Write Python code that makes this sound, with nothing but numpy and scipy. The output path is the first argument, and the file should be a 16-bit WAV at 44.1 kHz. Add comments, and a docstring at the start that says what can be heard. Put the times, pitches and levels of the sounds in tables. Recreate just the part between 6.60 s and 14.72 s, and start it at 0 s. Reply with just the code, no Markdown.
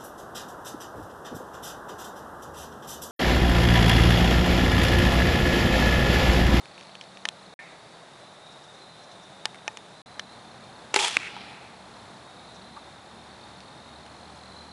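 """Crickets trill over far traffic as an archer at the edge of a wood nocks an arrow with light clicks.
The bow cracks twice, as the string is loosed and as it slams to its stop. The vanes hiss, the arrow
smacks into foam and straw a fifth of a second later, and the trees throw shot and hit back.
The sound drops out briefly twice; after the second gap a far engine hums, slowly rising."""
import sys
import numpy as np
from scipy import signal
from scipy.fft import rfft, irfft, next_fast_len
from scipy.io import wavfile

SR = 44100
rng = np.random.default_rng(int(sys.argv[2]) if len(sys.argv) > 2 else 0)


def master_out(mix):
    """Clip the mix to full scale and print it as 16-bit PCM to the path in sys.argv[1]."""
    frames = np.transpose(np.atleast_2d(mix))
    ceiling = np.clip(frames, -1, 1)
    pcm = np.round(ceiling * 32767).astype(np.int16)
    wavfile.write(sys.argv[1], SR, pcm)


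N = 358091
HIT_S = 4.5687

# the string is loosed, then slams to its stop: start_s, level_db, crack_db, ring_length_ratio, send_db
BOW_BLOWS = [(4.341, -16.5, -6, 0.24, -13), (4.3429, -14, 6, 0.12, -3.5), (4.3615, -8, 4.5, 0.89, 2)]
# spectrum of a hard crack: frequency_hz, level_db
CRACK_SPECTRUM = [(150, -24), (600, -5), (1000, 9), (1500, 6.5), (3200, 4), (4300, -4), (5400, -3.5),
                  (7000, -2.5), (11000, -15)]
# spectrum of a small click: frequency_hz, level_db
CLICK_SPECTRUM = [(200, -25), (600, -19), (1200, -21), (2000, 1), (3200, 5), (4400, -1.5), (5700, -1),
                  (7500, -12.5), (11000, -20.5)]
# gaps of silence: start_s, end_s
DROPOUTS = [(.940, .9912), (3.418, 3.460)]


def amp(db):
    """Decibels to gain."""
    return 10 ** (np.asarray(db) / 20)


def clock():
    """Time of every sample, in seconds."""
    return np.arange(N) / SR


def colour(x, spectrum):
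    """EQ by a curve of (frequency_hz, level_db) points."""
    hz, db = np.transpose(spectrum)
    size = next_fast_len(len(x), True)
    bin_hz = np.maximum(np.arange(size // 2 + 1) * SR / size, 1)
    gain = amp(np.interp(np.log(bin_hz), np.log(hz), db))
    return irfft(rfft(x, size) * gain, size)[:len(x)]


def low_cut(x, hz):
    """Small bodies radiate little bass."""
    return signal.sosfilt(signal.butter(3, hz, "high", fs=SR, output="sos"), x)


def noise(spectrum, size):
    """Coloured noise of rms 1."""
    x = colour(rng.standard_normal(size), spectrum)
    return x / np.sqrt(np.mean(x ** 2))


def drift(t, rate):
    """Glide through rate random values a second."""
    return np.interp((t - t[0]) * rate, np.arange(4096), rng.standard_normal(4096))


def fade(t, t60):
    """Exponential decay, 60 dB in t60 seconds."""
    return np.exp(-np.log(1000) * t / t60)


def hold(t, until, t60):
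    """Full level up to a time, then an exponential decay."""
    return fade(np.maximum(t - until, 0), t60)


def gate(t, start, end, edge):
    """Window with ramps edge seconds long."""
    return np.clip((t - start) / edge + .5, 0, 1) * np.clip((end - t) / edge + .5, 0, 1)


def ring(t, modes, length=1):
    """Damped modes struck at t = 0; length scales their decay times."""
    return sum(amp(db) * fade(t, t60 * length) * np.sin(2 * np.pi * hz * t) for hz, db, t60 in modes)


def snap(start_s, db, spectrum):
    """One sharp, coloured pressure pulse."""
    pulse = np.zeros(N)
    pulse[int(start_s * SR)] = amp(db)
    return colour(pulse, spectrum)


def add(out, start_s, x):
    """Mix x in at start_s."""
    i = max(int(start_s * SR), 0)
    out[i:i + len(x)] += x[:max(N - i, 0)]


def far_traffic():
    """A bed of far traffic and insects, with wavering drones."""
    # the bed before and after the second gap: frequency_hz, level_db
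    early_spectrum = [(30, -24), (70, -15), (146, -1), (250, -7.5), (500, -4.5), (650, -0.5), (930, -4.5),
                      (1600, -9.5), (2700, -16.5), (3250, -16), (3720, -7.5), (4300, -17), (6000, -21.5),
                      (11000, -26.5)]
    late_spectrum = [(30, -24), (75, -9), (120, -0.5), (210, -4.5), (300, -4), (480, -5.5), (760, -1),
                     (1100, -5), (1700, -10), (2900, -17.5), (3700, -12), (4400, -17.5), (6000, -22.5),
                     (11000, -27)]
    # far drones: start_s, end_s, pitch_hz, level_db
    drones = [(0, .94, 192, -61), (2.444, 8.15, 191.6, -59.5), (3.44, 8.15, 230.2, -60.5),
              (4.7, 8.15, 835, -66)]
    t = clock()
    late = amp(-47.5) * noise(late_spectrum, N)
    early = amp(-48.5) * noise(early_spectrum, N)
    bed = np.where(t > np.mean(DROPOUTS[1]), late, early)
    bed *= amp(0.37 * drift(t, 2.74) + .5 * drift(t, 18))
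    for start, end, hz, db in drones:
        phase = 2 * np.pi * hz * t
        drone = drift(t, 9) * np.sin(phase) + drift(t, 9) * np.cos(phase)
        bed += amp(db) * gate(t, start, end, .1) * drone
    return bed


def engine():
    """From the second gap on, a far engine gathers speed: its firing note climbs and swells."""
    start_hz, rise_hz_per_s, swell_db_per_hz = 63, 2.7, 1.31
    t = clock() - np.mean(DROPOUTS[1])
    gained_hz = rise_hz_per_s * t
    phase = 2 * np.pi * np.cumsum(start_hz + gained_hz) / SR
    level_db = -75.5 + swell_db_per_hz * gained_hz + 2.3 * drift(t, 7.5)
    return (t > 0) * np.sqrt(2) * amp(level_db) * np.sin(phase)


def bird_chips():
    """Faint high chips, as of a small bird, smeared by distance into narrow puffs."""
    # notes: peak_s, level_db
    notes = [(1.925, -61), (2.04, -59), (2.15, -60), (2.44, -59), (2.525, -58), (2.635, -60), (5.955, -55)]
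    pitch_hz, half_length_s = 5600, 0.012
    t = clock()
    envelope = sum(amp(db) * np.exp(-np.minimum(((t - s) / half_length_s) ** 2, 20)) for s, db in notes)
    return envelope * noise([(pitch_hz * 0.51, -30), (pitch_hz, 0), (pitch_hz * 1.7, -24)], N)


def wings(t, hz, strokes_per_s, sweep, blur_hz, uneven_db):
    """Each wing stroke is a tone falling by about 1.2 * sweep Hz; grass and distance blur it."""
    stroke = (np.cumsum(strokes_per_s * np.ones(len(t))) / SR + .05 * drift(t, 15)) % 1
    pitch_hz = hz + sweep * (np.exp(2 * (.5 - stroke)) - 1) / 2 + blur_hz * drift(t, 160)
    # a wide sweep is a short, distinct stroke; far insects run together
    envelope = np.sin(np.pi * stroke) ** (0.44 + abs(sweep) / 150)
    envelope *= amp(uneven_db * drift(t, 45))
    return envelope * np.sin(2 * np.pi * np.cumsum(pitch_hz) / SR)


def crickets():
    """Rubbing wings: one near trill, a lower, blurred chorus far off, and short chirps in turn."""
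    # the nearest cricket: time_s, strokes_per_s, level_db
    trill = [(0, 30, -52), (.9, 29, -52), (1.1, 31, -62), (3.3, 31, -64), (3.5, 32, -50.5), (6.2, 36, -53),
             (6.7, 40, -52.5), (7.5, 44, -49), (8.1, 47, -46)]
    # swells of the chorus: time_s, level_db
    chorus = [(0, -65), (1.5, -63), (1.9, -55), (2.3, -61), (2.8, -51.5), (3.4, -63), (4.1, -53),
              (5.2, -68), (5.9, -57), (6.9, -56), (8.1, -68)]
    # single chirps: start_s, pitch_hz, level_db
    chirps = [(.07, 4460, -57.5), (1.0, 4470, -62), (1.55, 4020, -58.5), (1.75, 3760, -53.5),
              (2.15, 4060, -53.5), (3.351, 4030, -54.5), (4.55, 4010, -54.5), (5.62, 3770, -55),
              (5.8, 4040, -54), (6.69, 4460, -59.5), (7.04, 3750, -55.5), (7.87, 4040, -50.5)]
    chirp_s, lead_s = 0.43, .04
    t = clock()
    times, rates, levels = np.transpose(trill)
    near = wings(t, 4174, np.interp(t, times, rates), sweep=1500, blur_hz=80, uneven_db=2)
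    far = wings(t, 3640, strokes_per_s=51, sweep=100, blur_hz=54.2, uneven_db=2.5)
    out = amp(np.interp(t, times, levels)) * near
    out += amp(np.interp(t, *np.transpose(chorus))) * far
    t = t[:SR * 3 // 4]
    for start, hz, db in chirps:
        chirp = wings(t, hz, strokes_per_s=40, sweep=70, blur_hz=27, uneven_db=2.8)
        add(out, start - lead_s, amp(db) * gate(t, lead_s, lead_s + chirp_s, .08) * chirp)
    return out


def faint_ring():
    """Two tones fade in a soft wash as the sound returns from the first gap."""
    out, t = np.zeros(N), clock()[:SR]
    wash = noise([(900, -28), (1900, 7), (2400, 4), (3200, -16), (9000, -35)], len(t))
    tones = ring(t, [(1800, -35.5, 0.13), (2200, -51, 0.44)])
    add(out, start_s=0.99, x=tones + amp(-47.5) * wash * fade(t, 0.92))
    return out


def knock():
    """A dull, narrow knock from far off, with a soft attack."""
    start_s, hz = 6.165, 1140
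    out, t = np.zeros(N), clock()[:SR // 3]
    body = noise([(hz / 2, -22), (hz, 0), (hz * 2, -26), (hz * 4, -50)], len(t))
    add(out, start_s, amp(-33.5) * body * fade(t, 0.086) * (1 - fade(t, 0.023)))
    return out


def tree_echo(send, near_db, far_db):
    """Scattered returns from trunks and leaves, one near reflection and one dull, far one."""
    first_return_s, near_s, far_s = .031, .0295, .405
    t = clock()[:SR * 3 // 2]
    flicker = amp(2.5 * drift(t, 400))
    # near trunks answer first and loudest, the deeper wood softer and longer
    trunks = hold(t, until=0.11, t60=0.18)
    deep_wood = amp(-15.5) * hold(t, until=0.48, t60=0.94)
    scatter = rng.standard_normal(len(t)) * flicker * np.hypot(trunks, deep_wood) * (t > first_return_s)
    scatter /= np.linalg.norm(scatter)
    # air takes the treble on long paths, soft ground takes the bass
    treble = colour(scatter, [(2000, -31), (3200, -1.5), (4200, -5), (6500, 2.5)])
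    bass = colour(scatter, [(450, 2), (900, 3.0), (1800, -32)])
    echo = scatter - treble * (1 - fade(t, 2.27)) - bass * (1 - fade(t, 0.94))
    near, far = np.zeros((2, len(t)))
    near[int(near_s * SR)], far[int(far_s * SR)] = amp(near_db), amp(far_db)
    echo += colour(near, [(400, -20), (850, -27), (1400, -19), (2400, 7), (3300, -17), (5000, -22),
                          (7000, -6), (11000, -10)])
    echo += colour(far, [(350, -28), (850, 1.0), (1400, 7), (2500, -8), (8000, -22)])
    return signal.fftconvolve(send, echo)[:N]


def rustle():
    """Fingers and sleeve give sparse tiny ticks, each its own short burst."""
    # movements: start_s, end_s, ticks_per_s, level_db, brightest_hz
    movements = [(.05, .45, 50, -44, 3160), (2.8, 2.98, 70, -36, 2100), (3.08, 3.18, 50, -50, 4500),
                 (7.75, 7.899, 50, -48, 5000)]
    out, t = np.zeros(N), clock()
    tick_decay = fade(t[:SR // 20], t60=0.01)
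    for start, end, rate, db, hz in movements:
        ticks = gate(t, start, end, .05) * (rng.random(N) < rate / SR) * rng.random(N)
        grain = noise([(f * hz / 3200, level) for f, level in CLICK_SPECTRUM], N)
        out += amp(db) * grain * signal.fftconvolve(ticks, tick_decay)[:N]
    return out


def nocking():
    """Small hard parts snap together: a sharp edge, a short ping, a dry crack and the shaft's ring."""
    # nock, rest and arrow: start_s, level_db, pitch_hz, shaft_db
    clicks = [(.0565, -37.5, 2600, -10), (.179, -37, 2450, -4), (0.21, -36.5, 2300, -6),
              (.3532, -33, 2980, -3), (0.412, -31.5, 3150, -1), (0.5723, -38.5, 2400, -10),
              (.6536, -16.5, 1790, -2), (.688, -15.5, 3170, -8), (2.8556, -9, 3055, -5),
              (3.079, -18, 2720, 8), (3.1723, -24, 3440, -6), (3.595, -21, 1780, -11),
              (3.5966, -27.5, 2600, -20), (4.482, -13, 9000, -20), (7.005, -37, 5670, -10),
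              (7.464, -40, 3010, -8)]
    # the arrow on the string: pitch_hz, level_db, t60_s
    shaft_modes = [(700, -34, 0.013), (873, -16.5, 0.048), (1234, -24, 0.029), (1804, -16.5, 0.035),
                   (2500, -19.5, 0.027), (3550, -33, 0.015), (5950, -23, 0.018)]
    ping_cycles, crack_db, edge_db = 18.7, -2, 4.5
    out, t = np.zeros(N), clock()[:SR // 10]
    for start, db, hz, shaft_db in clicks:
        t60 = ping_cycles / hz  # high clicks are shorter
        ping = ring(t, [(hz, 0, t60)])
        crack = amp(crack_db) * noise(CLICK_SPECTRUM, len(t)) * fade(t, 1.32 * t60)
        shaft = amp(shaft_db) * ring(t, shaft_modes)
        add(out, start, amp(db) * (ping + crack + shaft))
        out += snap(start, db + edge_db, CRACK_SPECTRUM)
    return low_cut(out, hz=378)


def flight():
    """The string swishes to its stop and pushes the air; the vanes hiss and flutter until the hit."""
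    # air rushing past string and vanes: frequency_hz, level_db
    hiss_spectrum = [(200, -30), (700, -1.5), (1500, -1.5), (2700, 5), (3400, 5.5), (4200, -0.5),
                     (6000, -4), (11000, -14)]
    # the push of air: pitch_hz, level_db, t60_s
    thump = [(95, -42, .04)]
    rise_db_per_s, flutter_db = 1000, 2.5
    t, stop_s = clock(), BOW_BLOWS[-1][0]
    swish = amp(-27 - rise_db_per_s * np.maximum(stop_s - t, 0)) * hold(t, stop_s, t60=.1)
    vanes = amp(-35) * gate(t, stop_s, HIT_S, .006)
    out = noise(hiss_spectrum, N) * np.hypot(swish, vanes) * amp(flutter_db * drift(t, 260))
    add(out, stop_s, ring(t[:SR // 5], thump))
    return out


def target():
    """The point smacks in and the foam block thuds; gives the close sound and the echo send."""
    # point, fruit and foam: pitch_hz, level_db, t60_s
    target_modes = [(239, -38, 0.11), (299, -32.5, 0.15), (893, -52, .02), (1230, -42, .013),
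                    (1770, -33, 0.0042), (2240, 2, 0.0089), (2520, 4.5, 0.0087)]
    # the hit as it reaches the trees: frequency_hz, level_db
    send_spectrum = [(250, -13), (900, -17), (1400, -7.5), (1900, -1), (2600, 2), (3300, -12), (4500, -25),
                     (7000, -18), (11000, -29)]
    close, t = np.zeros(N), clock()[:SR // 3]
    crack = noise(CRACK_SPECTRUM, len(t)) * (amp(-4.5) * fade(t, 0.0096) + amp(-33) * fade(t, 0.042))
    add(close, HIT_S, amp(-7.5) * (ring(t, target_modes) + crack))
    return low_cut(close, hz=209), snap(HIT_S, 10.7, send_spectrum)


def bow():
    """Each blow of the string cracks and rings the limbs; gives the close sound and the echo send."""
    # limbs, riser and string: pitch_hz, level_db, t60_s (scaled by each blow)
    bow_modes = [(405, -12, 0.13), (500, -14, 0.051), (814, -19, 0.079), (854, -10, .11),
                 (955, -2.5, 0.022), (1390, -16, 0.026), (2010, -4, 0.0092), (2460, -1.5, 0.0081),
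                 (3500, -15, .022)]
    # the shot as it reaches the trees: frequency_hz, level_db
    send_spectrum = [(250, -27), (440, 0.5), (600, -10), (900, 3.5), (1300, -1), (2000, -10.5), (2700, 1),
                     (3350, 5.5), (4300, -2), (5400, -3), (7500, -4), (11000, -13)]
    close, send, t = np.zeros(N), np.zeros(N), clock()[:SR // 3]
    crack_decay = amp(-2.5) * fade(t, 0.012) + amp(-25.5) * fade(t, 0.13)
    for start, db, crack_db, length, send_db in BOW_BLOWS:
        limbs = ring(t, bow_modes, length)
        crack = noise(CRACK_SPECTRUM, len(t)) * crack_decay
        add(close, start, amp(db) * (limbs + amp(crack_db) * crack))
        # downrange each blow is one bright snap over the ring of the limbs
        send += snap(start, db + send_db + 22.5, send_spectrum)
        add(send, start, amp(db + send_db - 4.0) * colour(limbs, send_spectrum))
    return low_cut(close, hz=358), low_cut(send, hz=350)


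def scene():
    """Mono mix; only the shot and the hit are loud enough to wake the wood."""
    shot, shot_send = bow()
    hit, hit_send = target()
    shot_echo = amp(2.0) * tree_echo(shot_send, near_db=-4.5, far_db=-22.5)
    hit_echo = tree_echo(hit_send, near_db=-20, far_db=-29)
    archery = nocking() + rustle() + shot + flight() + hit + shot_echo + hit_echo
    return (archery + knock() + bird_chips() + crickets() + far_traffic() + engine() + faint_ring())[None]


def record(dry):
    """The loudest peaks are rounded, the sound drops out twice and the top is cut."""
    ceiling, top_hz = 0.79, 11000
    t = clock()
    wet = ceiling * np.tanh(dry / ceiling)
    for start, end in DROPOUTS:
        wet *= 1 - gate(t, start, end, .001)
    return signal.sosfilt(signal.ellip(10, .2, 70, top_hz, fs=SR, output="sos"), wet)


dry = scene()
out = record(dry)
master_out(out)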